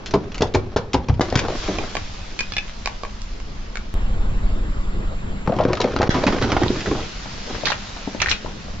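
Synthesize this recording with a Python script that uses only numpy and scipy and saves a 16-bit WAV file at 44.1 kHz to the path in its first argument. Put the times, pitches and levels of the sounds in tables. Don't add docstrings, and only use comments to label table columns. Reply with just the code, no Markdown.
import sys
import numpy as np
from scipy import signal
from scipy.io import wavfile
from scipy.ndimage import uniform_filter1d, minimum_filter1d

SR = 44100
rng = np.random.default_rng(int(sys.argv[2]) if len(sys.argv) > 2 else 0)


def master(y):
    cut = np.clip(np.atleast_2d(y).T, -1, 1)
    pcm = np.round(cut * 32767)
    wavfile.write(sys.argv[1], SR, pcm.astype(np.int16))


def undo_db(level):
    steps = np.asarray(level, float) / 20
    return 10 ** steps


N = 388080
T = np.arange(N) / SR


def evened(x):
    return x / np.sqrt(np.mean(x ** 2) + 1e-20)


def peaked(x):
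    return x / np.max(abs(x))


def read(points, hz):
    f, value = np.transpose(points)
    return np.interp(np.log(hz + 1), np.log(f + 1), value)


def curve(tables, index, rest=None):
    rows = np.vstack(tables)
    out = np.interp(T, rows[:, 0], rows[:, index])
    if rest is None:
        return out
    inside = sum((T >= table[0][0]) & (T <= table[-1][0]) for table in tables)
    return np.where(inside, out, rest)


def add(mix, s, sound, pan_db=0, lag=None):
    if lag is None:
        lag = .6 * pan_db
    for side, sign in enumerate((1, -1)):
        start = round(s * SR + max(-sign * lag, 0))
        part = mix[side, start:][:len(sound)]
        part += sound[:len(part)] * undo_db(sign * pan_db / 2)


def causal(points, size=2048):
    gain_db = read(points, abs(np.fft.fftfreq(size, 1 / SR)))
    log_gain = np.log(undo_db(np.maximum(gain_db, -90)))
    return np.fft.ifft(np.exp(np.conj(signal.hilbert(log_gain)))).real[:size // 2]


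# f/Hz, likeness [-1 to 1]
LIKENESS = [(60, 1), (160, 0.62), (410, 0.31), (1090, 0.087), (2860, 0.51), (7510, -0.21)]


def noise(points, patchy_db, like):
    frames, hz = N // 256 + 5, np.fft.rfftfreq(1024, 1 / SR)
    a, b, c, d, patches = rng.standard_normal((frames, 513, 5)).T
    patches = uniform_filter1d(uniform_filter1d(patches, 10, 0), 10, 1)
    same = np.clip(like * read(LIKENESS, hz), -1, 1)[:, None]
    left = a + 1j * b
    right = same * left + np.sqrt(1 - same ** 2) * (c + 1j * d)
    z = np.array([left, right]) * undo_db(read(points, hz)[:, None] + patchy_db * evened(patches))
    return evened(signal.istft(z, nperseg=1024, noverlap=768)[1][:, :N])


def grains(points, per_s, spread_db, shared):
    draw = rng.random((3, N))
    size = undo_db(spread_db * np.minimum(rng.exponential(1, (3, N)), 4))
    clicks = size * np.sign(rng.standard_normal((3, N))) * (draw < per_s / SR)
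    both = shared * clicks[2] + (1 - shared) * clicks[:2]
    return evened(signal.oaconvolve(both, causal(points)[None], axes=1)[:, :N])


def slips(seconds, count):
    t = np.arange(count) / SR / max(seconds, 2e-4)
    shape = (1 + np.exp(-8 * t)) * (np.exp(-t ** 2) + .1 * np.exp(-t / 3))
    return shape * rng.standard_normal(count) * undo_db(4.5 * rng.standard_normal(count))


def ring(modes, count):
    t = np.arange(count) / SR
    return sum(undo_db(db - 60 * t / max(t60, .004)) * np.sin(2 * np.pi * hz * t) for hz, db, t60 in modes)


# t/s, left-right level/dB
TYRE_SIDE = [(0, 1), (1.1, 1.5), (1.2, 4), (1.49, 2.5), (1.6, 1), (5.47, 3), (6.05, 1), (6.4, -3),
             (7.0, -0.5), (7.45, 14), (8.1, 4.5), (8.8, 13)]


def side_db(s):
    return np.interp(s, *np.transpose(TYRE_SIDE))


# t/s, peak level/dB, centre f/Hz, buckling time [s]
WALL_DENTS = [(0.1377, -4.5, 420, 0.022), (0.410, -15, 171, 0.013), (0.4185, -5, 430, 0.014),
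              (0.545, -5, 407, 0.01), (0.556, -14.5, 88, 0.024), (0.95, -12, 88, 0.019),
              (0.762, -4.5, 540, 0.0042), (0.941, -7.5, 450, 0.011), (1.087, -12, 151, 0.0091),
              (1.097, -6.5, 149, 0.0014), (1.197, -9.5, 400, 0.0016), (1.209, -2.5, 513, 0.0054),
              (1.325, -9, 490, 0.0022), (1.356, -9, 225, 0.0067), (1.484, -14.5, 450, 0.006),
              (1.522, -17.5, 605, 0.006), (1.805, -22, 800, 0.011), (1.682, -13, 300, 0.03),
              (5.4745, -11.5, 230, 0.0046), (5.494, -12.5, 514, 0.008), (5.52, -11.5, 566, 0.031),
                (5.564, -13.5, 224, 0.0098), (5.586, -10.5, 700, 0.014), (5.601, -5, 770, 0.01),
                (5.629, -18, 693, 0.0098), (5.6515, -4, 650, 0.0029), (5.697, -11.5, 450, 0.021),
                (5.733, -15, 550, 0.011), (5.801, -11, 404, 0.0064), (5.843, -5, 470, 0.0082),
                (5.962, -11, 223, 0.0043), (6, -7, 300, 0.005), (6.009, -9, 504, 0.012),
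                (6.03, -9.5, 660, 0.012), (6.152, -11, 270, 0.021), (6.186, -13, 454, 0.0032),
                (6.237, -9.5, 677, 0.0034), (6.264, -6, 255, 0.0028), (6.28, -16, 400, 0.012),
                (6.421, -13, 181, 0.056), (6.527, -8, 600, 0.015), (6.565, -9, 244, 0.0035),
                (6.616, -7, 215, 0.0085), (6.632, -11, 210, 0.0091), (6.659, -9, 218, 0.0039),
                (6.701, -6.5, 251, 0.0098), (6.869, -13.5, 330, 0.03), (6.755, -17.5, 292, 0.018),
                (6.911, -9.5, 325, 0.02), (7.0, -22.5, 248, 0.031), (7.257, -27, 684, 0.0037),
                (7.471, -31, 450, 0.014), (7.558, -29, 330, 0.0033), (7.634, -18, 470, 0.0013),
                (7.647, -23, 550, 0.0035), (7.656, -25.5, 800, 0.0072), (7.964, -27.5, 724, 0.0066),
                (8.074, -17, 316, 0.0051), (8.447, -20, 540, 0.0015), (8.461, -21, 620, 0.0033),
                (8.683, -30, 476, 0.0022)]
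# t/s, peak level/dB, centre f/Hz, buckling time [s]
ECHOLESS_DENTS = [(0.139, -10.5, 780, 0.024), (0.424, -13, 200, 0.032), (0.428, -13.5, 820, 0.022),
                  (0.551, -12, 900, 0.008), (1.097, -18, 900, 0.0093), (5.476, -9, 200, 0.0076),
                  (5.495, -12.5, 300, 0.012), (6.873, -15, 250, 0.035), (6.915, -11.5, 550, 0.0096),
                  (6.95, -18, 242, 0.047), (8.075, -21, 310, 0.012)]
# f/Hz, level/dB
WALL_WEIGHT = [(60, -11), (90, 2.5), (200, -1), (1000, 5.5), (2500, -37.5)]


def dents(rows):
    out = np.zeros((2, N))
    for s, db, centre_hz, seconds in rows:
        hz = np.geomspace(70, 2500, num=50) * rng.uniform(0.912, 1.074, size=50)
        near_db = 15.0 * np.exp(-(np.log(hz / centre_hz) / 0.62) ** 2)
        mode_db = read(WALL_WEIGHT, hz) + near_db + 3 * rng.standard_normal(size=50)
        t60 = .023 * (400 / hz) ** .6 * rng.uniform(.7, 1.3, size=50)
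        sign = rng.choice([-1, 1], size=50)
        body = ring(zip(sign * hz, mode_db, t60), count=9000)
        blow = signal.oaconvolve(slips(seconds, count=4000), body)
        add(out, s, undo_db(db) * peaked(blow), side_db(s))
    return out


# t/s, peak level/dB, push time [s]
PUSHES = [
    (0.4072, -9, 0.00054),
    (0.762, -0.5, 0.00037),
    (1.196, -4, 0.00043),
    (1.2087, 5.5, 0.00026),
    (1.3608, -8, 0.00082),
    (5.6523, -7, 0.00022),
    (6.029, -4, 0.00018),
    (6.0919, 21, 0.00063),
    (8.7996, -15, 0.00013),
]


def pops():
    out = np.zeros((2, N))
    for s, db, seconds in PUSHES:
        u = np.arange(2000) / SR / seconds
        rough = .05 * rng.standard_normal(len(u))
        push = u ** 2 * (2.6 - u + rough) * np.exp(-u)
        add(out, s, undo_db(db) * peaked(push))
    return out


# t/s, peak level/dB, tearing time [s], strongest f/Hz
DRY_CRACKS = [(0.06, -20, 0.023, 5060), (0.109, -24.5, 0.014, 5100), (0.138, -10, 0.016, 1210),
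              (0.3187, -27.5, 0.009, 4020), (0.3447, -21, 0.02, 3500), (0.38, -21, 0.01, 3500),
              (0.4095, -15.5, 0.02, 1540), (0.4204, -8.5, 0.0074, 3000), (0.4707, -30, 0.015, 4000),
              (0.539, -18.5, 0.011, 3560), (0.548, -6, 0.0092, 1020), (0.7624, -8, 0.022, 1390),
              (0.9327, -14, 0.009, 3960), (0.944, -10.5, 0.0098, 1190), (1.0855, -18.5, 0.0068, 2520),
              (1.095, -22, 0.011, 1180), (1.1408, -31.5, 0.01, 3960), (1.2094, -6, 0.0084, 2590),
              (1.301, -20, 0.0087, 4600), (1.355, -5.5, 0.006, 1700), (1.373, -13, 0.036, 3500),
              (1.3912, -10.5, 0.0086, 2940), (1.4, -22, 0.006, 2300), (1.415, -17, 0.019, 905),
              (1.45, -15.5, 0.012, 905), (1.3254, -16, 0.0037, 1480), (1.4835, -16, 0.0034, 1280),
              (1.044, -33, 0.0065, 4040), (0.241, -37.5, 0.0046, 4000), (1.677, -16.5, 0.017, 2040),
              (1.5207, -20.5, 0.0086, 890), (1.6412, -26, 0.0022, 4100), (1.836, -18.5, 0.011, 805)]
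# t/s, peak level/dB, tearing time [s], strongest f/Hz
SECOND_CRACKS = [(5.4746, -19.5, 0.0064, 2200), (5.521, -23, 0.015, 1500), (5.564, -27, 0.005, 4000),
                 (5.588, -18.5, 0.0088, 2800), (5.608, -14.5, 0.02, 1500), (5.636, -24, 0.008, 3500),
                 (5.6504, -26.5, 0.008, 2960), (5.698, -25.5, 0.012, 2470), (5.732, -9.5, 0.0069, 2570),
                 (5.753, -21, 0.0047, 4500), (5.7716, -18, 0.01, 2020), (5.8042, -11.5, 0.007, 4100),
                 (5.815, -12, 0.009, 3460), (5.8415, -15.5, 0.006, 2460), (5.8744, -19, 0.006, 1500),
                 (5.919, -23, 0.02, 2680), (5.9632, -7, 0.008, 1900), (5.988, -18, 0.008, 2500),
                 (6.0076, -16.5, 0.006, 1100), (6.017, -8.5, 0.0054, 2010), (6.030, -10, 0.011, 2200),
                 (6.0934, 3.5, 0.003, 3030), (6.1133, -29.5, 0.008, 3470), (6.1436, -12, 0.04, 1500),
                 (6.227, -29.5, 0.004, 2020), (6.2387, -12.5, 0.003, 2800), (6.267, -7.5, 0.008, 2480),
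                 (6.273, -8, 0.018, 1740), (6.3235, -14.5, 0.015, 2000), (6.3478, -14, 0.015, 1200),
                 (6.3853, -15.5, 0.008, 1820), (6.4228, -11.5, 0.03, 2500), (6.482, -25, 0.003, 3050),
                 (6.519, -8.5, 0.012, 2160), (6.567, -6.5, 0.011, 1210), (6.623, -15, 0.006, 1500),
                 (6.634, -12.5, 0.004, 2700), (6.76, -22, 0.02, 2550), (6.8065, -17.5, 0.022, 3570),
                 (6.859, -15, 0.016, 2530), (6.87, -27, 0.008, 1500), (6.912, -20, 0.0064, 2220),
                 (6.9946, -20, 0.006, 1080), (7.004, -25, 0.003, 3000), (7.546, -21, 0.012, 2000),
                 (8.148, -16.5, 0.0054, 700)]
# f/Hz, level/dB per Hz
CREASE_TONE = [(410, -7.5), (700, -9), (1490, -10.5), (5300, -7), (7050, -11.5), (7960, -16),
               (10300, -55.5), (17500, -120)]
# tilt at full force [dB per octave], tilt gained per dB softer, loss about the
# strongest pitch [dB per octave squared], left-right level/dB
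CREASE_RULES = [
    (0.5, -0.16, 2, -0.2),
    (-3, -0.1, 3.5, -0.35),
]


def cracks():
    out = np.zeros((2, N))
    for rows, (tilt_db, per_db, hump_db, pan_db) in zip((DRY_CRACKS, SECOND_CRACKS), CREASE_RULES):
        for s, db, seconds, top_hz in rows:
            tilt = tilt_db - per_db * db
            colour = causal([(hz, v + tilt * np.log2(hz / 2500) - hump_db * np.log2(hz / top_hz) ** 2)
                             for hz, v in CREASE_TONE])
            modes = [(hz, 0, .014) for hz in top_hz * np.exp(.35 * rng.standard_normal(size=6))]
            tear = signal.oaconvolve(slips(seconds, count=4000), colour)[:4500]
            after = signal.oaconvolve(tear, ring(modes, count=1200))[:4500]
            sound = peaked(tear) + 0.44 * peaked(after)
            add(out, s, undo_db(db) * peaked(sound), pan_db + side_db(s))
    return out


def ping(can, share, seconds, top_hz, narrow_db=0):
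    shift, jolt = rng.standard_normal((2, 14))[:, :len(can)]
    hz, mode_db, t60 = np.transpose(can)
    tear, share = slips(seconds, count=2000), np.clip(share, 0, 1)
    near_db = (8 + narrow_db) * np.exp(-(np.log(hz / top_hz) / .3) ** 2)
    bent_hz = hz * (1 + seconds * shift)
    modes = zip(bent_hz, mode_db + near_db + 2 * jolt, .65 * t60)
    tick = causal([(.12 * top_hz, -25), (.5 * top_hz, -4 - narrow_db), (top_hz, 0),
                   (1.28 * top_hz, -1 - .8 * narrow_db),
                   (max(6500, 1.3 * top_hz), -11 - 1.6 * narrow_db),
                   (12000, -20 - 1.6 * narrow_db)])
    tick = np.pad(tick, (0, 9000 - len(tick)))
    shell = peaked(signal.oaconvolve(tear, ring(modes, count=9000)))
    return peaked(share * shell + (1 - share) * peaked(signal.oaconvolve(tear, tick)))


# t/s, peak level/dB, slap level/dB, ring share [0-1], strongest f/Hz
SPRING_BACKS = [
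    [(1.786, -8.5, -35, 0.5, 1290), (1.953, -8, -9.5, 0.36, 1100), (2.68, -27, -22.5, 0, 2100),
     (2.859, -6, -7.5, 0.23, 890), (3.035, -13.5, -14.5, 0.41, 845), (3.218, -22, -34, 0, 6000),
     (3.401, -27, -44, 0.26, 1350)],
    [(2.391, -9.5, -7.5, 0.62, 2500), (2.430, -24, -40, 1, 2450)],
    [(2.521, -14.5, -15.5, 0.53, 3180), (2.567, -8, -8.5, 0.49, 2430)],
    [(3.756, -14.5, -13, 0.33, 1210)],
]
# f/Hz, level/dB, t60 [s]
CAN_MODES = [
    [(850, 0, .03), (1130, 1, .06), (1744, -8, .03), (2430, -2, .05), (3130, -5, .05), (3900, -8, .03),
     (4650, -8, .025)],
    [(850, -10, .04), (1104, -5, .07), (1690, -4, .05), (2430, -7, .19), (2450, 0, .035), (2472, -7, .19),
     (3144, -7, .05), (3451, -7, .04), (4657, 3, .018), (5283, 3, .02), (6000, 2, .015), (6900, 2, .015)],
    [(830, -4, .05), (1730, -1, .11), (2433, 0, .05), (2546, -4, .09), (2900, -6, .03), (3499, 0, .06),
     (4150, -5, .03), (4813, -1, .025), (5453, -1, .04)],
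    [(900, -8, .04), (1150, -4, .05), (1809, 0, .06), (2299, -7, .04), (3628, -9, .035), (4640, -9, .035)],
]
# rattle time [s], left-right level/dB of the ping, of its slap, slap pitch over ping pitch
CAN_STRIKES = [
    (0.002, -3.5, 2.5, 1.2),
    (0.004, -3, 2, 1),
    (0.004, -2.5, 1.5, 1),
    (0.003, -4, 5, 1.5),
]
# t/s, peak level/dB, strongest f/Hz, rattle time [s], left-right level/dB
JERKS = [(6.6824, -11.5, 4200, 0.0017, -8), (7.651, -18, 2300, .0015, -11),
         (7.655, -13.5, 2550, 0.0084, -1), (7.6555, -9.5, 4540, 0.0093, -20), (7.669, -11, 1820, 0.017, 4),
         (7.669, -11, 4100, 0.011, -1), (7.682, -12, 4000, 0.016, 3), (7.702, -14, 1000, 0.0037, -15),
         (7.706, -17, 4250, 0.0039, -9), (7.7193, -7.5, 1700, 0.007, 6.5), (7.729, -13.5, 2600, 0.0075, -1),
         (8.2015, -12, 2600, 0.011, -10), (8.2176, -6.5, 1930, .01, 6), (8.217, -10, 5500, 0.0053, -10),
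         (8.227, -9.5, 2600, 0.013, -4), (8.2433, -19.5, 1000, 0.006, -10), (8.2603, -6.5, 1920, 0.0027, 6),
         (8.270, -19, 1110, 0.0078, -16), (8.2852, -12, 1940, 0.0038, 12), (8.290, -16, 3300, 0.016, -10),
         (8.296, -16, 6060, 0.033, -14.5), (8.3095, -11, 2040, 0.0028, 8), (8.315, -6.5, 2900, 0.014, -3),
         (8.313, -8, 4200, 0.0061, 10), (8.322, -15, 2480, 0.016, 10), (8.339, -23, 3470, 0.027, -1)]
# f/Hz, level/dB, t60 [s]
TORN_MODES = [(890, -3, .03), (1200, -6, .025), (1620, -5, .03), (1890, -2, .032), (2130, -5, .03),
              (2440, -2, .045), (2620, -3, .04), (2870, -3, .04), (3380, -5, .03), (3810, -3, .04),
              (4090, -4, .035), (4380, -4, .03), (5620, -7, .02), (6180, -7, .02)]


def pings():
    slap_s, spacing = .0153, 3
    out = np.zeros((2, N))
    for can, rows, (seconds, pan_db, slap_pan_db, lift) in zip(CAN_MODES, SPRING_BACKS, CAN_STRIKES):
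        for s, db, slap_db, share, top_hz in rows:
            direct = ping(can, share, seconds, top_hz)
            slap = ping(can, share, seconds, lift * top_hz)
            add(out, s, undo_db(db) * direct, pan_db, -spacing)
            add(out, s + slap_s, undo_db(slap_db) * slap, slap_pan_db, spacing)
    for s, db, top_hz, seconds, pan_db in JERKS:
        scrape = ping(TORN_MODES, 0.4, seconds, top_hz, narrow_db=6.5)
        add(out, s, undo_db(db) * scrape, pan_db, spacing * np.sign(pan_db))
    return out


# t/s, level/dB
GRINDING = [
    [(0, -41), (1.18, -42), (1.24, -34), (1.45, -21.5), (1.6, -36.5), (1.72, -30), (2.0, -42)],
    [(5.46, -34.5), (5.78, -30), (5.9, -28.5), (6.2, -23.5), (6.5, -23.5), (6.75, -36), (6.82, -35),
     (6.95, -33), (7.15, -56)],
    [(7.42, -55), (7.5, -31.5), (7.65, -42)],
]
# f/Hz, level/dB per Hz
GRINDING_TONE = [(35, -50), (60, 0), (321, 0.5), (642, -3.5), (1850, -17), (6000, -30), (7800, -51),
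                 (13200, -120)]


def crunch():
    rattles = rng.standard_normal((4, 1, 600)) * np.hanning(600)
    buckles = 0
    for rattle in rattles:
        clicks = grains(GRINDING_TONE, 110, 3.9, 0.82)
        buckles = buckles + signal.oaconvolve(clicks, rattle, axes=1)[:, :N]
    level_db = uniform_filter1d(curve(GRINDING, index=1, rest=-99.0), size=300)
    return undo_db(level_db) * evened(buckles)


# t/s, level/dB
SPRAY = [
    [(0, -52), (1.19, -56.5), (1.22, -35), (1.34, -46), (1.45, -43), (1.58, -31), (1.7, -33.5),
     (2.15, -39.5), (3.94, -47.5)],
    [(5.4, -67), (5.93, -43), (6.07, -49), (6.11, -35.5), (6.5, -37), (6.8, -33), (7.17, -37),
     (7.55, -34.5), (8.8, -42.5)],
]
# f/Hz, level/dB per Hz
SPRAY_TONE = [(290, -40), (500, -8), (903, -6.5), (5190, -8.5), (6850, -14.5), (7960, -17), (10300, -60.5),
              (17500, -120)]


def foam():
    hiss = noise(SPRAY_TONE, patchy_db=1.5, like=0.99)
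    bubbles = grains(SPRAY_TONE, 1300, 6.6, 0.75)
    level_db = uniform_filter1d(curve(SPRAY, index=1, rest=-69), 400)
    return undo_db(level_db) * evened(hiss + undo_db(-10.0) * bubbles)


# t/s, level/dB
THUD = [
    [(0, -46.5), (.6, -34), (.95, -42), (1.3, -38), (1.6, -27), (2.0, -35.5), (3.94, -29.5)],
    [(3.942, -17.5), (4.3, -18.5), (4.9, -21), (5.3, -25.5), (5.6, -38), (6.3, -28.5), (7.0, -38),
     (8.8, -51)],
]
# t/s, cycles per second
CYCLES = [(0, 10.9), (3.94, 10.9), (3.942, 12.9), (4.3, 12.1), (4.8, 11.2), (5.4, 10.5), (8.8, 10.4)]
# multiple of the cycle, level/dB
ORDERS = [(1, 2), (2, -2), (3, 1), (4, -10), (5, -15), (6, -16), (7, -17), (8, -13)]
# t/s, wash level/dB, whine level/dB
WASH_LEVEL = [
    [(0, -35, -87), (1.2, -40.5, -77), (2.0, -38.5, -71), (3.94, -35.5, -79)],
    [(3.942, -28, -55.5), (5.45, -30, -54), (5.75, -38, -66.5), (7.0, -35, -74), (8.8, -34.5, -67)],
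]
# f/Hz, level/dB per Hz
WASH_COLOUR = [(20, -1), (140, -16.5), (550, -26.5), (1200, -32), (2500, -37.5), (4000, -44), (7000, -57.5),
               (8000, -71.5)]
# f/Hz, width [Hz], level over the wash/dB
RESONANCES = [
    (198.5, 18, -2.5),
    (1080, 270, -11.5),
    (1320, 52, -25),
]


def engine():
    turns = np.cumsum(curve([CYCLES], index=1)) / SR + .55
    thud = 0
    for k, db in ORDERS:
        waver = evened(signal.resample(rng.standard_normal(60), N))
        thud = thud + undo_db(db + waver) * np.cos(k * 2 * np.pi * turns + .2 * k * k + waver / 5)
    breath_db = 0.54 * np.cos(2 * 2 * np.pi * turns)
    wash = noise(WASH_COLOUR, patchy_db=2.5, like=1.0) * undo_db(breath_db)
    white = rng.standard_normal(N)
    for hz, width, db in RESONANCES:
        tone = signal.lfilter(*signal.iirpeak(hz, hz / width, SR), white)
        wash = wash + undo_db(db - 9.5) * evened(tone)
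    whine = undo_db(curve(WASH_LEVEL, index=2) + 3.5) * np.sin(2 * np.pi * 7138 * T)
    thud = undo_db(curve(THUD, index=1)) * evened(thud)
    left, right = thud + undo_db(curve(WASH_LEVEL, index=1) + 2.0) * wash + whine
    return np.array([left, np.roll(right, 10)])


# f/Hz, t60 [s]
YARD_T60 = [(100, 0.61), (500, 0.3), (2000, 0.21), (7000, 0.13)]


def yard(x):
    taps = np.zeros((2, SR // 2))
    at = np.arange(200, SR // 2 - 20, 20)
    at = at + rng.integers(0, 20, (2, len(at)))
    np.put_along_axis(taps, at, rng.choice([-1., 1.], at.shape), 1)
    hz, t, z = signal.stft(taps, SR, nperseg=256)
    t60 = np.maximum(read(YARD_T60, hz), .02)[:, None]
    tail = signal.istft(z * undo_db(-60 * t / t60), SR, nperseg=256)[1]
    return signal.fftconvolve(x, tail / np.linalg.norm(tail[0]), axes=1)[:, :N]


def scene():
    low = dents(WALL_DENTS)
    high = cracks() + pings()
    boom = yard(low)
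    echoes = undo_db(-11.5) * (boom + 0.77 * boom[::-1]) + undo_db(-9.5) * yard(high)
    metal = low + high + pops() + dents(ECHOLESS_DENTS)
    return metal + echoes + crunch() + foam() + engine()


def top_cut(x):
    return signal.sosfilt(signal.butter(12, 15600, fs=SR, output="sos"), x)


def record(dry):
    over_db = np.maximum(20 * np.log10(abs(dry).max(0) + 1e-9) + 3, 0)
    ahead = -minimum_filter1d(-over_db, size=440, origin=-160)
    fall = T * 2000.
    held_db = uniform_filter1d(np.maximum.accumulate(ahead + fall) - fall, size=60)
    edge = signal.firwin(161, 7500, window=("kaiser", 9), fs=SR)
    out = signal.oaconvolve(dry / undo_db(held_db), edge[None], "same", axes=1)
    since_s = T - 3.9409
    out = out - 0.12 * (since_s >= 0) * np.exp(-np.maximum(since_s, 0) / 0.0032)
    return top_cut(out)


dry = scene()
out = record(dry)
master(out)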